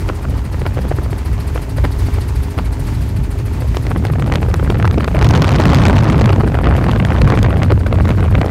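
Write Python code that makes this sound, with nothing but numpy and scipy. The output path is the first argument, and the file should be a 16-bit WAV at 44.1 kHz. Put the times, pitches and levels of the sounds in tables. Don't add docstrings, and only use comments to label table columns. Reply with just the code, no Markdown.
import sys
import numpy as np
from scipy import signal
from scipy.fft import rfft, irfft
from scipy.io import wavfile
from scipy.ndimage import uniform_filter1d

SR = 44100
rng = np.random.default_rng(int(sys.argv[2]) if len(sys.argv) > 2 else 0)


def boost_factor(decibels):
    exponent = np.asarray(decibels, float) / 20
    return 10 ** exponent


def waveform_to_disk(signal):
    frames = np.transpose(np.atleast_2d(signal))
    scaled = np.clip(frames, -1, 1) * 32767
    samples = np.round(scaled).astype(np.int16)
    wavfile.write(sys.argv[1], SR, samples)


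N = 374850


def colour(x, shape):
    hz, db = np.transpose(shape)
    bins = np.log(np.fft.rfftfreq(x.shape[-1], 1 / SR) + 1)
    gain = boost_factor(np.interp(bins, np.log(hz), db, left=-90, right=-90))
    y = irfft(rfft(x) * gain, x.shape[-1])
    return y / np.sqrt(np.mean(y ** 2, axis=-1, keepdims=True))


def noise(shape):
    return colour(rng.standard_normal(N), shape)


def smooth_twice(x, size):
    return uniform_filter1d(uniform_filter1d(x, size), size)


def walk(rate_hz):
    hold = int(SR / rate_hz)
    steps = np.repeat(rng.standard_normal(N // hold + 1), hold)
    wander = smooth_twice(steps, hold)[:N]
    return wander / wander.std()


def curves(table):
    s, *columns = np.transpose(table)
    return [np.interp(np.arange(N) / SR, s, column) for column in columns]


ENGINE_ORDERS = {3: -30, 4: -32, 10: -48, 12: -39, 14: -46, 18: -41.5, 28: -56, 38: -56, 39: -52, 42: -57}
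# freq_hz, level_db
CABIN_ROAR = [(180, -16), (260, -2.5), (400, -6), (470, -29.5), (800, -26.5), (880, -13.5), (1100, -25),
              (1950, -20.5), (3700, -27), (4400, -27), (9200, -34.5), (13000, -35), (15800, -43.5)]


def engine():
    cycle_hz = 22.7 * (1 + 0.002 * walk(4))
    cycle = 2 * np.pi * np.cumsum(cycle_hz) / SR
    drone = 0
    for order, db in ENGINE_ORDERS.items():
        level = boost_factor(db + 3.5 + 1.51 * walk(6))
        drone = drone + level * np.sin(order * cycle + 2 * np.pi * rng.random())
    return drone + boost_factor(-37.5 + 1.96 * walk(19)) * noise(CABIN_ROAR)


# freq_hz, width_hz, level_db, lag_periods, decay_periods
BLADE_SWISH = [
    (1890, 1890, 7.5, -0.052, 0.53),
    (4464, 1620, 3.5, 0.018, 0.18),
    (6540, 3100, -5, 0.023, 0.63),
    (8990, 2910, 1.5, -0.031, 0.25),
    (11380, 2300, 3, -0.0414, 0.069),
    (14200, 3500, -7.5, .05, .3),
]


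def rotor():
    blade_hz, start, rise = 13.612, -0.165, 0.2
    turn = blade_hz * np.arange(N) / SR + start + 0.0115 * walk(4.55)
    out = 0
    for hz, width, db, lag, decay in BLADE_SWISH:
        passes, phase = np.divmod(turn - lag + rise + 1, 1)
        strength = boost_factor(1.4 * rng.standard_normal(N // 2000))[passes.astype(int)]
        attack = np.minimum(phase / rise, 1)
        fade = np.exp(-np.maximum(phase - rise, 0) / decay)
        band = noise([(hz - width, -16), (hz - width / 3, -3), (hz, 0),
                      (hz + width / 3, -3), (hz + width, -16)])
        out = out + boost_factor(db) * strength * attack * fade * band
    return out


# time_s, swish_db
MACHINE_LEVEL = [
    (0.0, -53.5),
    (0.12, -56),
    (1.0, -54),
    (1.9, -51.5),
    (3.3, -54),
    (5.0, -57),
    (8.48, -58),
    (8.5, -50.5),
]


def machine():
    swish_db, = curves(MACHINE_LEVEL)
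    return boost_factor(swish_db + 53.5) * (engine() + boost_factor(-46) * rotor())


# time_s, rumble_lift_db
SURGES = [(0.05, 6), (0.27, 4.5), (0.39, 2.5), (0.62, 2), (0.9, 1.5), (1.32, 6), (1.57, 3), (1.84, 6.5),
          (2.03, 4.5), (2.16, 5), (2.38, 6.5), (2.7, 4.5), (3.0, 4.5), (3.19, 5.5), (3.7, 4.5), (3.86, 2.5),
          (4.11, 0.5), (4.32, 1), (4.87, 4.5), (5.07, -1), (5.26, 5), (6.0, 5), (6.35, 5), (6.57, 1),
          (6.71, 4), (7.24, 5), (7.42, 4), (7.72, 5.5), (8.0, 4), (8.35, 5)]


def surges(force_db):
    t = np.arange(N) / SR
    surge_s = 0.05
    heave_db = sum(db * np.exp(-((t - s) / surge_s) ** 2) for s, db in SURGES)
    airspeed_db = 0.4 * t
    lull_db = -20 + airspeed_db + 0.4 * (force_db + 32.5) + 1.2 * walk(14)
    return lull_db + heave_db


# freq_hz, level_db
HEAVE = [(32, -14), (44, -3), (68, -4), (95, -12.5), (140, -21.5)]
RUMBLE = [(45, -11), (68, -1.5), (90, 2), (120, -0.5), (160, -12), (220, -23)]
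THUD = [(90, -24), (140, 2), (250, -3.5), (400, -19.5), (700, -31.5)]
FLUTTER = [(250, 2), (450, -3), (1000, -0.5), (2000, -15.5), (4000, -34), (8000, -48.5), (14000, -49)]
CRACKLE = [(700, -34), (1500, -6), (3000, -7.5), (6000, -14), (12000, -40.5)]


def buffet(rumble_db, thud_db, flutter_db):
    roll_db = 0.703 * (thud_db + 30) - 19.5
    deep = boost_factor(-18) * noise(HEAVE) + boost_factor(roll_db) * noise(RUMBLE)
    swell = np.sqrt(smooth_twice(deep ** 2, int(0.045 * SR)))
    rumble = deep * (boost_factor(rumble_db) / swell) ** 1.173

    flurry = 0.558 * walk(120) + 1.26 * walk(500)
    flurry = 2 * np.tanh(flurry / 2)
    thud = boost_factor(2.7 * walk(40) + thud_db) * noise(THUD)
    gust_db = flutter_db + 0.65 * np.minimum(flutter_db + 31.5, 0)
    flutter = boost_factor(4.42 * flurry + gust_db - 2.5) * noise(FLUTTER)
    crackle = boost_factor(12.1 * flurry + 1.353 * gust_db - 14) * noise(CRACKLE)
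    return rumble + thud + flutter + crackle


# time_s, snap_db, edge_db
CALM_PUFFS = [(0.09, -15.5, -29), (0.1, -13.5, -55), (0.253, -19.5, -58.5), (0.545, -21, -56),
              (0.618, -20.5, -52), (0.656, -18, -44.5), (0.665, -13, -29), (0.773, -19, -60),
              (0.79, -17.5, -39.5), (0.853, -19.5, -61.5), (0.916, -15, -60.5), (0.987, -20.5, -58),
              (1.062, -24, -59), (1.131, -20.5, -59.5), (1.56, -19.5, -47), (1.578, -18.5, -56),
              (1.785, -17.5, -39.5), (1.843, -15, -35), (1.852, -11, -28), (2.087, -22, -56),
              (2.186, -20.5, -50), (2.588, -12.5, -31.5), (2.887, -22.5, -55), (3.482, -26.5, -50.5),
              (3.622, -21, -47.5), (3.747, -19.5, -35.5), (3.77, -14.5, -22), (3.868, -17.5, -29.5),
              (3.916, -13, -38), (3.962, -15, -58)]
# time_s, snap_db, edge_db
RISING_PUFFS = [(4.052, -15, -25), (4.069, -20.5, -31.5), (4.101, -18, -43.5), (4.198, -17.5, -35.5),
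                (4.224, -17, -29.5), (4.263, -21, -35.5), (4.323, -10.5, -23), (4.339, -16.5, -25.5),
                (4.357, -13, -16.5), (4.43, -14.5, -31), (4.542, -13, -22), (4.598, -17, -51),
                (4.629, -17.5, -51.5), (4.703, -9.5, -20), (4.755, -18.5, -46), (4.8, -15, -37.5),
                (4.827, -16.5, -26.5), (4.854, -7, -27), (4.877, -14.5, -25), (4.912, -18, -29),
                (4.982, -13, -25), (5.007, -14, -35), (5.045, -13, -27), (5.079, -11.5, -28),
                (5.158, -15, -47.5), (5.191, -16, -25.5), (5.227, -10, -23.5), (5.246, -16, -16.5),
                (5.29, -26, -19.5)]
# time_s, snap_db, edge_db
GUST_PUFFS = [(5.421, -8, -15.5), (5.602, -5.5, -18.5), (5.747, -14, -16), (5.854, -8, -17),
              (5.899, -6.5, -22.5), (6.259, -11.5, -23.5), (6.331, -10.5, -33.5), (6.409, -9.5, -49),
              (6.589, -14, -31.5), (6.671, -8.5, -27.5), (6.766, -19, -27.5), (6.885, -13.5, -25),
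              (6.915, -16, -22.5), (7.001, -11, -30), (7.028, -14, -45), (7.218, -9.5, -20),
              (7.39, -13.5, -27), (7.43, -13, -20.5), (7.633, -11, -23.5), (7.706, -10.5, -36.5),
              (7.721, -12, -25.5), (7.867, -13, -29.5), (7.928, -11, -29), (8.008, -13.5, -43),
              (8.055, -12.5, -26.5), (8.092, -14, -26.5), (8.206, -15, -25.5), (8.353, -10, -27.5),
              (8.415, -8, -24.5), (8.462, -13.5, -30.5)]


def swarm(force_db, gusty_db):
    hard = np.vstack([CALM_PUFFS, RISING_PUFFS, GUST_PUFFS])
    gap_s, clear_s = 0.014, 0.009
    slots = np.arange(0, N / SR - gap_s, gap_s)
    timing, strength, brightness = rng.random((len(slots), 3)).T
    s = slots + gap_s * timing
    at = (s * SR).astype(int)

    snap_db = -10.5 + 6.5 * np.log(strength + 1e-9)
    snap_db += 1.772 * np.minimum(force_db[at] + 17.5, 0)
    snap_db += 1.5 * walk(35)[at]
    edge_db = snap_db - 21.5 + 0.746 * (gusty_db[at] + 32) + 3 * np.log(1 / brightness - 1)
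    edge_db = np.minimum(edge_db, snap_db - 8)

    clear = np.abs(s[:, None] - hard[:, 0]).min(axis=1) > clear_s
    lesser = np.transpose([s, snap_db, edge_db])[clear]
    return np.vstack([hard, lesser])


# freq_hz, level_db
PUFF_BODY = [(170, -41.5), (300, 5), (520, 0), (850, -14)]
PUFF_SNAP = [(400, -4), (750, 2), (1500, -1), (3000, -16.5), (5500, -37)]
PUFF_EDGE = [(1800, 1), (3200, 1.5), (6000, -7.5), (10000, -17), (16000, -25.5)]
PUFF_WAKE = [(250, 4.5), (500, 2), (1200, -2), (2500, -13), (5000, -34.5)]


def puffs(bursts):
    rise_s, fall_s, body_s, wake_s, spray_s = 0.000825, 0.000975, 0.00505, 0.01002, 0.008
    s, snap_db, edge_db = bursts.T
    size, lead = 2048, 1024
    t = (np.arange(size) - lead) / SR
    chance = rng.standard_normal((len(s), 2 * size + 2))
    air, eddies = chance[:, :size], chance[:, size:2 * size]
    air[:, lead] = 4.47 * np.sign(air[:, lead])

    stretch = np.exp(0.247 * chance[:, -1:])
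    short = np.exp(-np.abs(t) / (np.where(t < 0, rise_s, fall_s) * stretch))
    long = np.exp(-(t / (body_s * stretch)) ** 2)
    ragged = np.exp(8 * uniform_filter1d(eddies, 90, axis=1) - (t / wake_s) ** 2)
    spray = ragged * np.exp(-(t / spray_s) ** 2)
    body_db = 0.701 * snap_db + 3.7 * chance[:, -2]

    grains = boost_factor(snap_db - 17.5)[:, None] * colour(short * air, PUFF_SNAP)
    grains += boost_factor(edge_db - 13.5)[:, None] * colour(short ** 1.31 * air, PUFF_EDGE)
    grains += boost_factor(body_db - 20)[:, None] * colour(long * air, PUFF_BODY)
    grains += boost_factor(1.339 * snap_db - 11)[:, None] * colour(ragged * air[:, ::-1], PUFF_WAKE)
    grains += boost_factor(edge_db - 25)[:, None] * colour(spray * eddies, PUFF_EDGE)

    out = np.zeros(N + size)
    np.add.at(out, (s * SR).astype(int)[:, None] + np.arange(size), grains)
    return out[lead:lead + N]


# time_s, force_db, gustiness_db
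WIND = [(0, -30.5, -35.5), (0.75, -29, -34.5), (1.2, -32, -34), (3.65, -29.5, -36.5), (4.18, -21.5, -43.5),
        (5.13, -22.5, -45.5), (5.22, -16.5, -22.5), (5.88, -12, -20), (6.38, -18.5, -32),
        (6.5, -20.5, -36.5), (6.66, -17.5, -41), (7.05, -17, -32.5), (7.31, -16.5, -28.5),
        (7.7, -20.5, -44), (7.8, -24, -38), (8.05, -19.5, -35), (8.29, -21, -41), (8.49, -21, -49.5)]


def scene():
    background = machine()
    force_db, gusty_db = curves(WIND)
    buffeting = buffet(surges(force_db), force_db, gusty_db)
    bursts = puffs(swarm(force_db, gusty_db))
    return (buffeting + bursts + background)[None]


def roll_off(x):
    return signal.sosfilt(signal.butter(12, 16470, fs=SR, output="sos"), x)


def record(dry):
    hz = np.fft.rfftfreq(N, 1 / SR)
    port_dip = boost_factor(-2.5 * np.exp(-((hz - 10380) / 215) ** 2))
    bass_cut = 1 / np.sqrt(1 + (42 / (hz + 1)) ** 8)
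    heard = irfft(rfft(dry) * port_dip * bass_cut, N)
    ceiling, knee = 0.71, 5.0
    limited = heard / (1 + np.abs(heard / ceiling) ** knee) ** (1 / knee)
    top_cut = np.where(hz > 15750, boost_factor(-40), 1)
    return roll_off(irfft(rfft(limited) * top_cut, N))


dry = scene()
out = record(dry)
waveform_to_disk(out)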